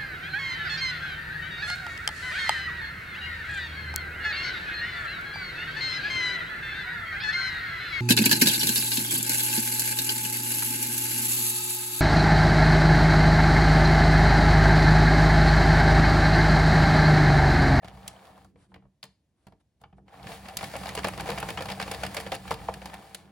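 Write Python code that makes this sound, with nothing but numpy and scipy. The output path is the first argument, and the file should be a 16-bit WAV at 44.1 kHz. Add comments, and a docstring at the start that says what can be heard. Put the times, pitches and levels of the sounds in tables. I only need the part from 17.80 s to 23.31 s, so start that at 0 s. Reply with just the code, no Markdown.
"""A low gear rumble, faint squeaks, then rubbing and clacking: a hand-cranked plastic circular knitting
machine on a table in a small room. It slows to rest, a finger flicks a needle and nudges the ring,
then it runs a full round and slows again. Needles rub along the cam track, click, rattle and clack
as they drop; yarn hisses through the guide. The gears shake the table and the hollow drum."""
import sys
import numpy as np
from scipy import signal
from scipy.fft import rfft, irfft, next_fast_len
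from scipy.io import wavfile
from scipy.ndimage import uniform_filter1d

SR = 44100
rng = np.random.default_rng(int(sys.argv[2]) if len(sys.argv) > 2 else 0)


def generate_wav(signal):
    """Clip the signal to [-1, 1] and save it as 16-bit WAV at the path in sys.argv[1]."""
    frames = np.transpose(np.atleast_2d(signal))
    scaled = np.clip(frames, -1, 1) * 32767
    pcm = np.round(scaled).astype(np.int16)
    wavfile.write(sys.argv[1], SR, pcm)


N = 242991
TIME_S = np.arange(N) / SR
FFT_SIZE = 2 * next_fast_len(N // 2 + 4096)
MID_ONLY = np.array([[1], [0]])   # two-row signals are mid and side

# Strain on the drive. Each row: time in seconds, table rumble in dB, drum hum in dB.
DRIVE_STRAIN = [(0.0, -69, -64), (0.05, -51, -64), (0.26, -52, -54.5), (0.43, -69, -63), (0.69, -62, -62.5),
                (0.88, -68, -67.5), (0.93, -66, -58), (1.06, -60, -68), (1.11, -78, -87),
                (1.66, -83, -88.5), (1.68, -56, -71), (1.78, -74, -88), (1.98, -83.5, -92),
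                (2.03, -64, -88), (2.18, -58, -56.5), (2.32, -66, -66), (2.47, -46.5, -46),
                (2.62, -53.5, -55.5), (3.3, -46, -45.5), (3.9, -46.5, -47.5), (4.05, -54, -46),
                (4.14, -42, -50), (4.3, -47, -45.5), (4.62, -52, -52), (4.75, -43, -50), (5.12, -54, -50),
                (5.3, -63, -59.5), (5.51, -62.5, -56)]
# Resonances. Each row: frequency in Hz, bandwidth in Hz, gain in dB.
TABLE_RESONANCES = [(65.1, 6, 3), (90.7, 30, -2), (114.5, 5, -10), (131.4, 8.3, -4.5)]
DRUM_RESONANCES = [(179, 39, -9), (192, 6.7, 3), (274.7, 37, -12.5), (339, 16, -16.5)]
CASING_RESONANCES = [(452.3, 20, 7), (516.5, 20, 0.5), (690, 145, -2), (780, 42, 0.5), (1070, 18, -19.5),
                     (1520, 34, -30), (1740, 96, -4.5), (2300, 113, -6), (4240, 250, -8), (4740, 550, -4.5)]
# Tight plastic slips. Each row: start in seconds, length in seconds, pitch in Hz, level in dB.
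SQUEAK_EVENTS = [(0.005, 0.01, 1910, -58), (0.029, 0.014, 1720, -51), (0.361, 0.0083, 3050, -50),
                 (3.786, 0.012, 3160, -33)]
# Two spells of cranking, a list each. Each row: time in seconds, rub gain in dB, hiss gain in dB.
CRANK_SPELLS = [
    [(0.042, -47, -79), (0.142, -50, -57), (0.25, -47, -54.5), (0.36, -47.5, -63), (0.48, -48.5, -57),
     (0.626, -54, -63), (0.7, -77, -70.5)],
    [(2.28, -61.5, -77), (2.34, -46, -59.5), (2.41, -46, -57), (2.49, -39.5, -44.5), (2.6, -47.5, -51),
     (2.66, -41.5, -52), (2.74, -43.5, -51), (2.87, -47.5, -45), (3.01, -40.5, -43), (3.12, -38, -44.5),
     (3.35, -42.5, -44.5), (3.43, -38, -44.5), (3.52, -34.5, -43), (3.75, -42, -41.5), (3.95, -39, -41.5),
     (4.22, -41, -43), (4.3, -39.5, -44), (4.42, -40, -43.5), (4.6, -49.5, -50.5), (4.69, -43.5, -45.5),
     (4.78, -42.5, -50), (4.98, -47, -48.5), (5.15, -41.5, -52), (5.32, -50.5, -55), (5.51, -54.5, -68.5)],
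]
# Needles and ring hit the shell. Each row: start in seconds, gain in dB, body and treble in dB
# relative to that gain, pitch of the struck spot in Hz.
SHELL_KNOCKS = [(0.0308, -48.5, 3, -29, 696), (0.045, -37.5, -3.5, -18.5, 714),
                (0.0765, -40.5, -14, -24, 1240), (0.0815, -38, -10, -19.5, 720), (0.1128, -53, 4, -24, 750),
                (0.148, -53, 1, -19, 900), (0.172, -50, -1, -22, 1110), (0.227, -58, -15, -17, 950),
                (0.263, -47.5, -2, -27, 1200), (0.351, -54, -15, -20, 1050), (0.4045, -72, -3, -22, 1020),
                (0.452, -49, -17, -14, 720), (0.476, -62, 9, -20, 1020), (0.508, -55, -3, -22, 890),
                (0.5767, -63.5, 14, -2, 980), (0.6454, -59.5, 9, -2, 740), (0.7572, -55, -2, -29, 497),
                (0.918, -62.5, 8, -34, 870), (0.9413, -38, -13, -27, 820), (0.9606, -49.5, 1, -29, 726),
                (1.0224, -64, 2, -36, 790), (1.039, -74, 5, -34, 740), (1.0519, -70.5, 11, -37, 596),
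                (1.2377, -37.5, -15, -9.5, 592), (1.2385, -51.5, 0.5, -22, 917),
                (1.6679, -48.5, -2, -12, 680), (1.669, -53.5, 2.5, -21, 980),
                (1.7221, -55.5, 0.5, -22, 934), (2.0138, -66, 12, 3, 670), (2.0369, -45, -0.5, -38, 830),
                (2.1267, -54.5, -1, -41, 716), (2.1819, -72, 18.5, -37, 730),
                (2.2801, -46.5, -7.5, -48, 836), (2.4683, -32, -33, -26, 740), (2.517, -32.5, -8, -21, 680),
                (2.6557, -33, -18, -35, 684), (2.6844, -31, -11, -17, 794),
                (2.7876, -28.5, -13.5, -17, 724), (2.809, -28, -4.5, -21, 760), (2.8287, -28, -1, -19, 685),
                (2.9372, -29.5, -5, -23, 635), (2.953, -26.5, -4.5, -29, 548),
                (2.9635, -34, -6.5, -20, 610), (3.0116, -43, 7, -19, 717), (3.0334, -32, -3.5, -19, 1035),
                (3.0564, -29, -4.5, -17, 710), (3.078, -33, -3, -27, 820), (3.0896, -25, -31, -16, 784),
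                (3.1289, -43, -14, -21, 620), (3.151, -34.5, -8, -11, 780), (3.1743, -22, -10, -22.5, 431),
                (3.1885, -27, -6.5, -17, 815), (3.2331, -28, -16, -28, 800), (3.244, -19.5, -6, -16, 1150),
                (3.2465, -19.5, -8, -31, 1610), (3.2694, -27.5, -2.5, -15, 585),
                (3.3346, -32, -5, -23, 1190), (3.3755, -31.5, -6, -14.5, 680),
                (3.3834, -35.5, 3.5, -35, 784), (3.3969, -25, -8, -22, 820), (3.4053, -32, -10, -14, 536),
                (3.4575, -33.5, -2, -19, 570), (3.4707, -31, -9, -28, 800), (3.489, -23, -2.5, -29, 486),
                (3.5014, -25.5, -11, -12.5, 797), (3.5165, -25, -6, -36, 512),
                (3.5768, -21.5, -11.5, -32, 710), (3.5826, -34.5, -3, -8.5, 507),
                (3.6027, -37, -4, -14, 890), (3.6269, -25, -0.5, -24, 1433), (3.631, -39, -1, -17, 730),
                (3.687, -24, -5.5, -20, 760), (3.7735, -20.5, -8.5, -33, 1320), (3.7869, -31, -3, -28, 768),
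                (3.8064, -26.5, -5, -21, 528), (3.8208, -28, -14, -14.5, 705),
                (3.8554, -31.5, -1.5, -14, 640), (3.8869, -23.5, -9, -25, 737),
                (3.9001, -22, -14.5, -22, 486), (3.9144, -28.5, -15, -16, 780),
                (3.9983, -22, -5.5, -19.5, 1540), (4.0141, -24, -10, -18.5, 700),
                (4.024, -23, -17.5, -21, 602), (4.0604, -44.5, 5.5, -13, 540),
                (4.0782, -29.5, -5, -21, 810), (4.1128, -23, -13, -17, 524), (4.2339, -19, -7.5, -20, 697),
                (4.2503, -31, -5, -14, 736), (4.344, -35.5, -0.5, -12, 1060), (4.367, -19, -9.5, -17, 614),
                (4.464, -28, -6.5, -28, 546), (4.5186, -19.5, -7.5, -21, 704),
                (4.5264, -30, -0.5, -21, 513), (4.653, -43, 3.5, -26, 1140), (4.6768, -31.5, -12, -21, 810),
                (4.7077, -23, -3, -15.5, 628), (4.7174, -28.5, -6, -15, 780), (4.7254, -38, -11, -10, 467),
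                (4.8838, -32.5, 1, -37, 794), (4.8893, -36, 4, -33, 499), (5.017, -33.5, -9.5, -31, 510),
                (5.0564, -32, -4.5, -11, 850), (5.1332, -35, -3, -39, 873)]
# Body, main, click and treble bands. Each row: low and high edge in Hz, T60 in seconds, gain in dB.
CONTACT_BANDS = [(461, 1313, 0.056, -2.5), (1530, 3120, 0.048, -10), (2730, 5220, 0.035, 4),
                 (5980, 16600, 0.027, 3.5)]
# Sharp plastic clicks: mostly bright needle snaps, plus the click of two dull knocks.
# Each row: start in seconds, gain in dB, body, click and treble in dB relative to that gain.
PLASTIC_CLICKS = [(0.2777, -31, -18, -9.5, -3.5), (1.2285, -33.5, -13.5, -4, -16),
                  (2.0365, -41.5, -16, -14, -40), (2.28, -60, -12, -19, -43), (2.428, -45, -14, -3, -18),
                  (2.7693, -29.5, -9, -4.5, 1.5), (2.827, -36, -17, -10, -8),
                  (2.8404, -23.5, -18, -14, -18.5), (2.9645, -29.5, -12, -20, -11),
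                  (3.068, -33, -17, -6, -17), (3.082, -37, -11, -15, -10), (3.1506, -28.5, -2.5, -13, -6),
                  (3.167, -29, -10, -12, -20), (3.2831, -20.5, -7, -24, -15.5),
                  (3.406, -28.5, -12, -15, -12), (3.6012, -27, -20, -19, -11.5),
                  (3.7026, -23.5, -7.5, -15.5, -15.5), (3.822, -34, -11, -17, -16),
                  (3.919, -28, -8, -7, -16), (4.0252, -28, -22, -6.5, -23), (4.1148, -28.5, -3.5, -15, -8),
                  (4.1368, -28, -6, -13, -17), (4.145, -27, -8, -9, -20), (4.264, -24, -17, -12.5, -16),
                  (4.345, -30, -22, -16, -6.5), (4.379, -26, -7, -15, -26), (4.3996, -26.5, -16, -15, -15),
                  (4.408, -35, -14, -19, -8), (4.5412, -25, -14, -18, -20), (4.5494, -28, -10, -12, -11.5),
                  (4.562, -39, -14, -3, -25), (4.7398, -29.5, -23, -11, -15.5), (4.924, -44, -24, -21, -28),
                  (4.9384, -28.5, -16, -13, -16), (5.097, -35.5, -8, -15, -29),
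                  (5.1398, -30.5, -13, -16, -14.5), (5.346, -30, -13, -9, -5.5)]
# Modes of a needle. Each row: frequency in Hz, T60 in seconds, gain in dB.
NEEDLE_MODES = [(2480, 0.018, -5.5), (3610, 0.018, -0.5), (4760, 0.017, -2.5), (8100, 0.019, 1.5),
                (10780, 0.016, 5.5)]
# Swells of friction. Each row: start in seconds, length in seconds, gain in dB.
FINGER_BRUSHES = [(0.762, 0.12, -64), (0.879, 0.066, -73), (1.548, 0.19, -75.5), (1.795, 0.028, -71),
                  (1.997, 0.039, -68), (2.158, 0.04, -73)]
CAM_SCRAPES = [(2.896, 0.055, -42), (3.459, 0.054, -35), (3.552, 0.05, -43), (4.177, 0.073, -38),
               (4.527, 0.039, -36.5)]
# Drive slack closes. Each row: centre in seconds, level in dB, pitch in Hz, half length in seconds.
SLACK_POPS = [(3.25, -14, 910, 0.00047), (4.715, -11.5, 955, 0.00077), (4.8885, -14, 850, 0.0012)]
# Spectra of the friction noises and the still air. 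Each row: frequency in Hz, relative level in dB.
RUB_SPECTRUM = [(200, -26), (340, -23), (470, -4), (780, 3), (1200, -3), (2200, -12.5), (3500, -17),
                (6000, -27), (12000, -23.5)]
GRIT_SPECTRUM = [(300, -15), (800, -3), (1700, 2.5), (3200, 1), (5000, -13), (9000, -25), (16000, -31.5)]
HISS_SPECTRUM = [(800, -8), (2000, 6), (4700, -1.5), (6000, -4), (8300, -1), (11000, -3), (13000, -2),
                 (16000, -1)]
RATTLE_SPECTRUM = [(150, -14.5), (500, -1), (900, -0.5), (2200, 5.5), (4500, -7.5), (7000, -6.5),
                   (15000, -25)]
BRUSH_SPECTRUM = [(300, 25), (900, 23), (2000, 16.5), (4500, 12.5), (6500, 5), (9000, 15), (16000, -16)]
SCRAPE_SPECTRUM = [(200, -19), (480, -5), (1700, -3.5), (4000, -11.5), (7000, -15), (15000, -16)]
AIR_SPECTRUM = [(15, -23), (25, -18.5), (80, 6.5), (363, -5), (405, -10.5), (775, -12.5), (1290, -24),
                (1610, -21.5), (8830, -28), (9570, -28.5), (16000, -33)]
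# Stereo width. Each row: frequency in Hz, side gain in dB.
SIDE_RESPONSE = [(60, -17.5), (200, -16), (400, -9.5), (750, -11), (1300, -6.5), (2400, -10.5), (3500, -2),
                 (4600, -7), (7500, -2.5), (8500, -8.5), (15000, -15)]
# Two microphone ports. Each row: frequency in Hz, left lead in radians, left over right in dB.
MIC_PORTS = [(20, 0, -.8), (300, 0, -.8), (600, .2, 1.2), (1000, .4, 0), (1500, 0, -1.5), (2800, .9, 1.5),
             (3700, .7, 4), (5000, .8, 1.5), (6000, -.4, 0), (7200, -.4, 0), (8000, -3.5, 0), (9000, -4, 0),
             (10300, -6.1, 0), (11600, -6.7, 0), (12600, -9, 0), (13900, -9.7, 0), (15300, -12.4, 0)]
# Microphone colour. Each row: frequency in Hz, gain in dB.
MIC_RESPONSE = [(20, -9), (50, -0.5), (7500, -3.5), (8300, 0), (9200, -1.5), (11000, -4.5), (12000, -5.5),
                (16000, -7)]


def from_db(db):
    """Decibels to gain."""
    return 10 ** (np.asarray(db) / 20)


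def unit_rms(x):
    """Scale to unit power."""
    return x / np.sqrt(np.mean(x ** 2) + 1e-20)


def curves(rows):
    """Each column after the time, interpolated to every sample."""
    times_s, *columns = np.transpose(rows)
    return [np.interp(TIME_S, times_s, column) for column in columns]


def swell(start_s, length_s, db):
    """Half-sine envelope."""
    return from_db(db) * np.sin(np.pi * np.clip((TIME_S - start_s) / length_s, 0, 1))


def drift(rate_hz):
    """Smooth random wander, unit power."""
    return unit_rms(np.interp(TIME_S * rate_hz, np.arange(N), rng.standard_normal(N)))


def band(x, low_hz, high_hz):
    """Band-pass."""
    return signal.sosfilt(signal.butter(3, [low_hz, high_hz], "band", fs=SR, output="sos"), x)


def colour(x, spectrum):
    """Minimum-phase filter following rows of Hz and dB."""
    hz, db = np.transpose(spectrum)
    nyquist_bin = FFT_SIZE // 2
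    grid_hz = np.linspace(0, SR / 2, nyquist_bin + 1)
    gain = from_db(np.interp(np.log(grid_hz + 1), np.log(hz), db))
    cepstrum = irfft(np.log(gain))
    cepstrum[1:nyquist_bin] *= 2
    cepstrum[nyquist_bin + 1:] = 0
    return irfft(rfft(x, FFT_SIZE) * np.exp(rfft(cepstrum)))[..., :N]


def resonate(x, modes):
    """Parallel two-pole resonators."""
    out = 0
    for hz, width_hz, db in modes:
        radius = np.exp(-np.pi * width_hz / SR)
        poles = [1, -2 * radius * np.cos(2 * np.pi * hz / SR), radius ** 2]
        out += from_db(db) * (1 - radius ** 2) / 2 * signal.lfilter([1, 0, -1], poles, x + 1e-18)
    return out


def stick_slip(per_s, spread_db, smooth):
    """Tiny uneven clicks over smooth friction noise, unit power."""
    slips = rng.random(N) < per_s / SR
    sizes = from_db(spread_db * np.minimum(rng.exponential(1, N), 3))
    clicks = unit_rms(slips * sizes * rng.choice([-1, 1], (2, N)))
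    return unit_rms(clicks + smooth * rng.standard_normal((2, N)))


def steady(x, window_s=0.18):
    """Even out slow level changes, keep the flutter; unit power."""
    power = uniform_filter1d(x[0] ** 2, int(window_s * SR))
    return unit_rms(x / np.sqrt(power + 1e-12))


def gears(jolt_db=-28.5, jolt_follows=0.64, jolt_decay_s=0.032, drum_jolt_db=2):
    """Meshing teeth bump the low modes of table and hollow drum; shell knocks jolt both."""
    kicks = np.zeros(N)
    for start_s, db, body_db, *_ in SHELL_KNOCKS:
        kicks[int(start_s * SR)] = from_db(jolt_db + jolt_follows * (db + body_db))
    jolt = signal.lfilter([1], [1, -np.exp(-1 / (jolt_decay_s * SR))], kicks + 1e-18)
    teeth = stick_slip(per_s=250, spread_db=3.5, smooth=0.85)
    rumble = steady(band(resonate(teeth, TABLE_RESONANCES), 47, 149))
    hum = steady(band(resonate(teeth, DRUM_RESONANCES), 138, 547))
    rumble_db, hum_db = curves(DRIVE_STRAIN)
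    rumble_gain = np.hypot(from_db(rumble_db), jolt)
    hum_gain = np.hypot(from_db(hum_db), from_db(drum_jolt_db) * jolt)
    return rumble_gain * rumble + hum_gain * hum


def squeaks(waver=0.0283):
    """Plastic slips on plastic in brief, unsteady tones."""
    clock_s = np.cumsum(1 + waver * drift(rate_hz=244)) / SR
    return MID_ONLY * sum(swell(start_s, length_s, db) * np.sin(2 * np.pi * hz * clock_s)
                          for start_s, length_s, hz, db in SQUEAK_EVENTS)


def cam_rub(wander_db=1.5):
    """Needles rub the cam and shift in their slots, so each band swells and sinks on its own."""
    rest = colour(stick_slip(per_s=600, spread_db=1.5, smooth=1.17), RUB_SPECTRUM)
    out = 0
    for edge_hz in (650, 1100, 2000, 4000):
        low = signal.sosfilt(signal.butter(1, edge_hz, fs=SR, output="sos"), rest)
        out += low * from_db(wander_db * drift(rate_hz=70))
        rest = rest - low
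    return unit_rms(out + rest)


def cam_grit(decay_s=0.0015):
    """Sparse catches on the cam track, each a brief burr."""
    t = TIME_S[:SR // 100]
    catches = stick_slip(per_s=110, spread_db=3, smooth=0)
    power = signal.fftconvolve(catches[0] ** 2, np.exp(-2 * t / decay_s))[:N]
    burrs = np.sqrt(np.abs(power)) * rng.standard_normal((2, N))
    return unit_rms(colour(burrs, GRIT_SPECTRUM))


def sliding(ease_s=0.031, grit_db=-11, rub_trim_db=-3, hiss_trim_db=0.97, snag_db=2):
    """While the ring turns, needles slide along the cam and yarn hisses through the guide."""
    rub = cam_rub() + from_db(grit_db) * cam_grit()
    hiss = unit_rms(colour(stick_slip(per_s=2500, spread_db=3, smooth=1), HISS_SPECTRUM))
    out = 0
    for spell in CRANK_SPELLS:
        rub_db, hiss_db = curves(spell)
        inside_s = np.minimum(TIME_S - spell[0][0], spell[-1][0] - TIME_S)
        moving = np.clip(inside_s / ease_s + 1, 0, 1)
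        hiss_gain = from_db(hiss_db + hiss_trim_db + snag_db * drift(rate_hz=13))
        out += moving * (from_db(rub_db + rub_trim_db) * rub + hiss_gain * hiss)
    return out


def blow(start_s, db, body_db, treble_db, hz):
    """Row for one blow on the shell; its click level follows its treble."""
    click_db = -7.5 + 0.31 * treble_db
    return start_s, db, body_db, click_db, treble_db, hz


def knocks(rebound_s=0.014, scatter_s=0.002, rebound_db=-12.5):
    """Blow rows: needles and ring hit the shell and bounce once."""
    hits = [blow(*row) for row in SHELL_KNOCKS]
    rebounds = [(start_s + rebound_s + scatter_s * rng.standard_normal(), db + rebound_db, *timbre)
                for start_s, db, *timbre in hits]
    return hits + rebounds


def contacts(rows, crack_db=2, crack_s=0.0025, rise_s=0.0013, click_follows=0.31):
    """Each contact cracks, then the crowded modes of the plastic die away, highest first."""
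    t = TIME_S[:SR // 5]
    start_s, db, body_db, click_db, treble_db, *_ = np.transpose(rows)
    offsets_db = body_db, 0, click_db + click_follows * treble_db, treble_db
    crack = from_db(crack_db) * np.exp(-t / crack_s)
    out = np.zeros((2, N + len(t)))
    for (low_hz, high_hz, t60_s, band_db), offset_db in zip(CONTACT_BANDS, offsets_db):
        envelope = (from_db(-60 * t / t60_s) + crack) * (1 - np.exp(-t / rise_s))
        bursts = band(rng.standard_normal((len(rows), 2, len(t))) * envelope, low_hz, high_hz)
        attack_rms = np.sqrt(np.mean(bursts[..., :SR // 100] ** 2, axis=-1, keepdims=True))
        gains = from_db(db + band_db + offset_db)
        for at, gain, burst in zip((start_s * SR).astype(int), gains, bursts / attack_rms):
            out[:, at:at + len(t)] += gain * burst
    return out[:, :N]


def shell_rings(blows, t60_cycles=30.6, rise_s=0.001, body_trim_db=5, overtone_db=-9):
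    """The struck spot bends and rings at its own hollow pitch, with one overtone."""
    t = TIME_S[:SR // 5]
    out = np.zeros(N + len(t))
    overtone_ratios = 1.8 * np.exp(0.1995 * rng.standard_normal(len(blows)))
    for (start_s, db, body_db, _, _, hz), ratio in zip(blows, overtone_ratios):
        envelope = from_db(db - 60 * t * hz / t60_cycles) * (1 - np.exp(-t / rise_s))
        fundamental = from_db(body_db + body_trim_db) * np.sin(2 * np.pi * hz * t)
        overtone = from_db(overtone_db) * np.sin(2 * np.pi * hz * ratio * t)
        at = int(start_s * SR)
        out[at:at + len(t)] += envelope * (fundamental + overtone)
    return MID_ONLY * out[:N]


def rattles(lead_s=0.0011, hold_s=0.014, release_s=0.0034, trim_db=-12.5, knock_share=0.97):
    """While the ring turns, a needle stutters down the cam in a run of clicks round each knock."""
    force = np.zeros(N)
    for spell in CRANK_SPELLS:
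        times_s, rub_db, _ = np.transpose(spell)
        for start_s, knock_db, *_ in SHELL_KNOCKS:
            if times_s[0] < start_s < times_s[-1]:
                db = knock_share * knock_db + (1 - knock_share) * np.interp(start_s, times_s, rub_db)
                age_s = TIME_S - start_s + lead_s
                live = (age_s > 0) & (age_s < 2 * hold_s)
                release = np.exp(-np.maximum(age_s[live] - hold_s, 0) / release_s)
                force[live] = np.maximum(force[live], from_db(db + trim_db) * release)
    clicks = stick_slip(per_s=600, spread_db=4, smooth=0.67)
    return force * unit_rms(colour(clicks, RATTLE_SPECTRUM))


def needle_rings(rise_s=0.00051, pitch_scatter=0.023, treble_edge_hz=5500):
    """High needle modes ring briefly with each plastic click, never quite alike."""
    t = TIME_S[:SR // 10]
    hz, t60_s, mode_db = np.transpose(NEEDLE_MODES)
    envelopes = from_db(-60 * t / t60_s[:, None]) * (1 - np.exp(-t / rise_s))
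    out = np.zeros(N + len(t))
    for start_s, db, _, click_db, treble_db in PLASTIC_CLICKS:
        detune, uneven_db = rng.standard_normal((2, len(hz)))
        gains = from_db(db + mode_db + np.where(hz < treble_edge_hz, click_db, treble_db) + uneven_db)
        tones = np.sin(2 * np.pi * np.outer(hz * np.exp(pitch_scatter * detune), t))
        at = int(start_s * SR)
        out[at:at + len(t)] += gains @ (envelopes * tones)
    return MID_ONLY * out[:N]


def brushes():
    """Fingers and yarn brush the plastic: soft, smooth friction."""
    envelope = sum(swell(*row) for row in FINGER_BRUSHES)
    return envelope * unit_rms(colour(rng.standard_normal((2, N)), BRUSH_SPECTRUM))


def ticks(tries=36, threshold_db=-44.5, trim_db=0.5, spread_db=0.5, centre_hz=760, pitch_scatter=0.323):
    """Blow rows: loose needles jump at random, only while the rubbing is loud."""
    rows = []
    for spell in CRANK_SPELLS:
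        times_s, rub_db, _ = np.transpose(spell)
        starts_s = rng.random(tries) * N / SR
        for start_s, (softness, detune) in zip(starts_s, rng.standard_normal((tries, 2))):
            rub_now_db = np.interp(start_s, times_s, rub_db)
            if times_s[0] < start_s < times_s[-1] and rub_now_db > threshold_db:
                db = rub_now_db + trim_db - spread_db * softness
                hz = centre_hz * np.exp(pitch_scatter * detune)
                rows.append(blow(start_s, db, body_db=-5.5, treble_db=-28, hz=hz))
    return rows


def scrapes():
    """A needle drags on the cam for a moment: coarse stick-slip."""
    envelope = sum(swell(*row) for row in CAM_SCRAPES)
    grains = stick_slip(per_s=900, spread_db=3, smooth=0.5)
    return envelope * unit_rms(colour(grains, SCRAPE_SPECTRUM))


def pops():
    """Slack in the drive closes with a blunt, hollow blow of a couple of cycles."""
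    out = 0
    for centre_s, db, hz, half_s in SLACK_POPS:
        t = TIME_S - centre_s
        out += from_db(db) * np.sin(2 * np.pi * hz * t) * np.exp(-(t / half_s) ** 2)
    return MID_ONLY * out


def room(x, t60_s=0.29, gap_s=0.005, gain_db=-17):
    """Scattered wall reflections of the mid signal, duller than the direct sound."""
    t = TIME_S[:SR // 2]
    tail = rng.standard_normal((2, len(t))) * from_db(-60 * t / t60_s) * (t > gap_s)
    tail = band(tail, 143, 10200)
    tail /= np.sqrt(np.sum(tail ** 2) / 2)
    return from_db(gain_db) * signal.fftconvolve(x[:1], tail, axes=-1)[:, :N]


def scene(clicks_db=-0.5, needles_db=-4.5, air_db=-74):
    """Needle noise through the casing, plus the other sources, room and air; returns left and right."""
    blows = knocks() + ticks()
    needles = sliding() + scrapes() + rattles() + contacts(blows)
    needles += from_db(clicks_db) * contacts(PLASTIC_CLICKS)
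    cased = from_db(needles_db) * (needles + resonate(needles, CASING_RESONANCES))
    machine = cased + shell_rings(blows) + needle_rings() + pops() + gears() + brushes() + squeaks()
    air = from_db(air_db) * unit_rms(colour(rng.standard_normal((2, N)), AIR_SPECTRUM))
    mid, side = machine + room(machine) + air
    side = colour(side, SIDE_RESPONSE)
    return np.array([mid + side, mid - side])


def record(dry, cutoff_hz=15900):
    """Sound bends round to two microphone ports, unequal in phase and level; coloured, top cut."""
    hz, *columns = np.transpose(MIC_PORTS)
    grid_hz = np.linspace(0, SR / 2, FFT_SIZE // 2 + 1)
    lead_rad, louder_db = (np.interp(grid_hz, hz, column) for column in columns)
    split = np.array([[0.5], [-0.5]])
    response = from_db(louder_db * split) * np.exp(1j * lead_rad * split)
    ports = irfft(rfft(dry, FFT_SIZE) * response)[:, :N]
    low_pass = signal.ellip(10, 0.1, 80, cutoff_hz, fs=SR, output="sos")
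    return signal.sosfilt(low_pass, colour(ports, MIC_RESPONSE))


dry = scene()
out = record(dry)
generate_wav(out)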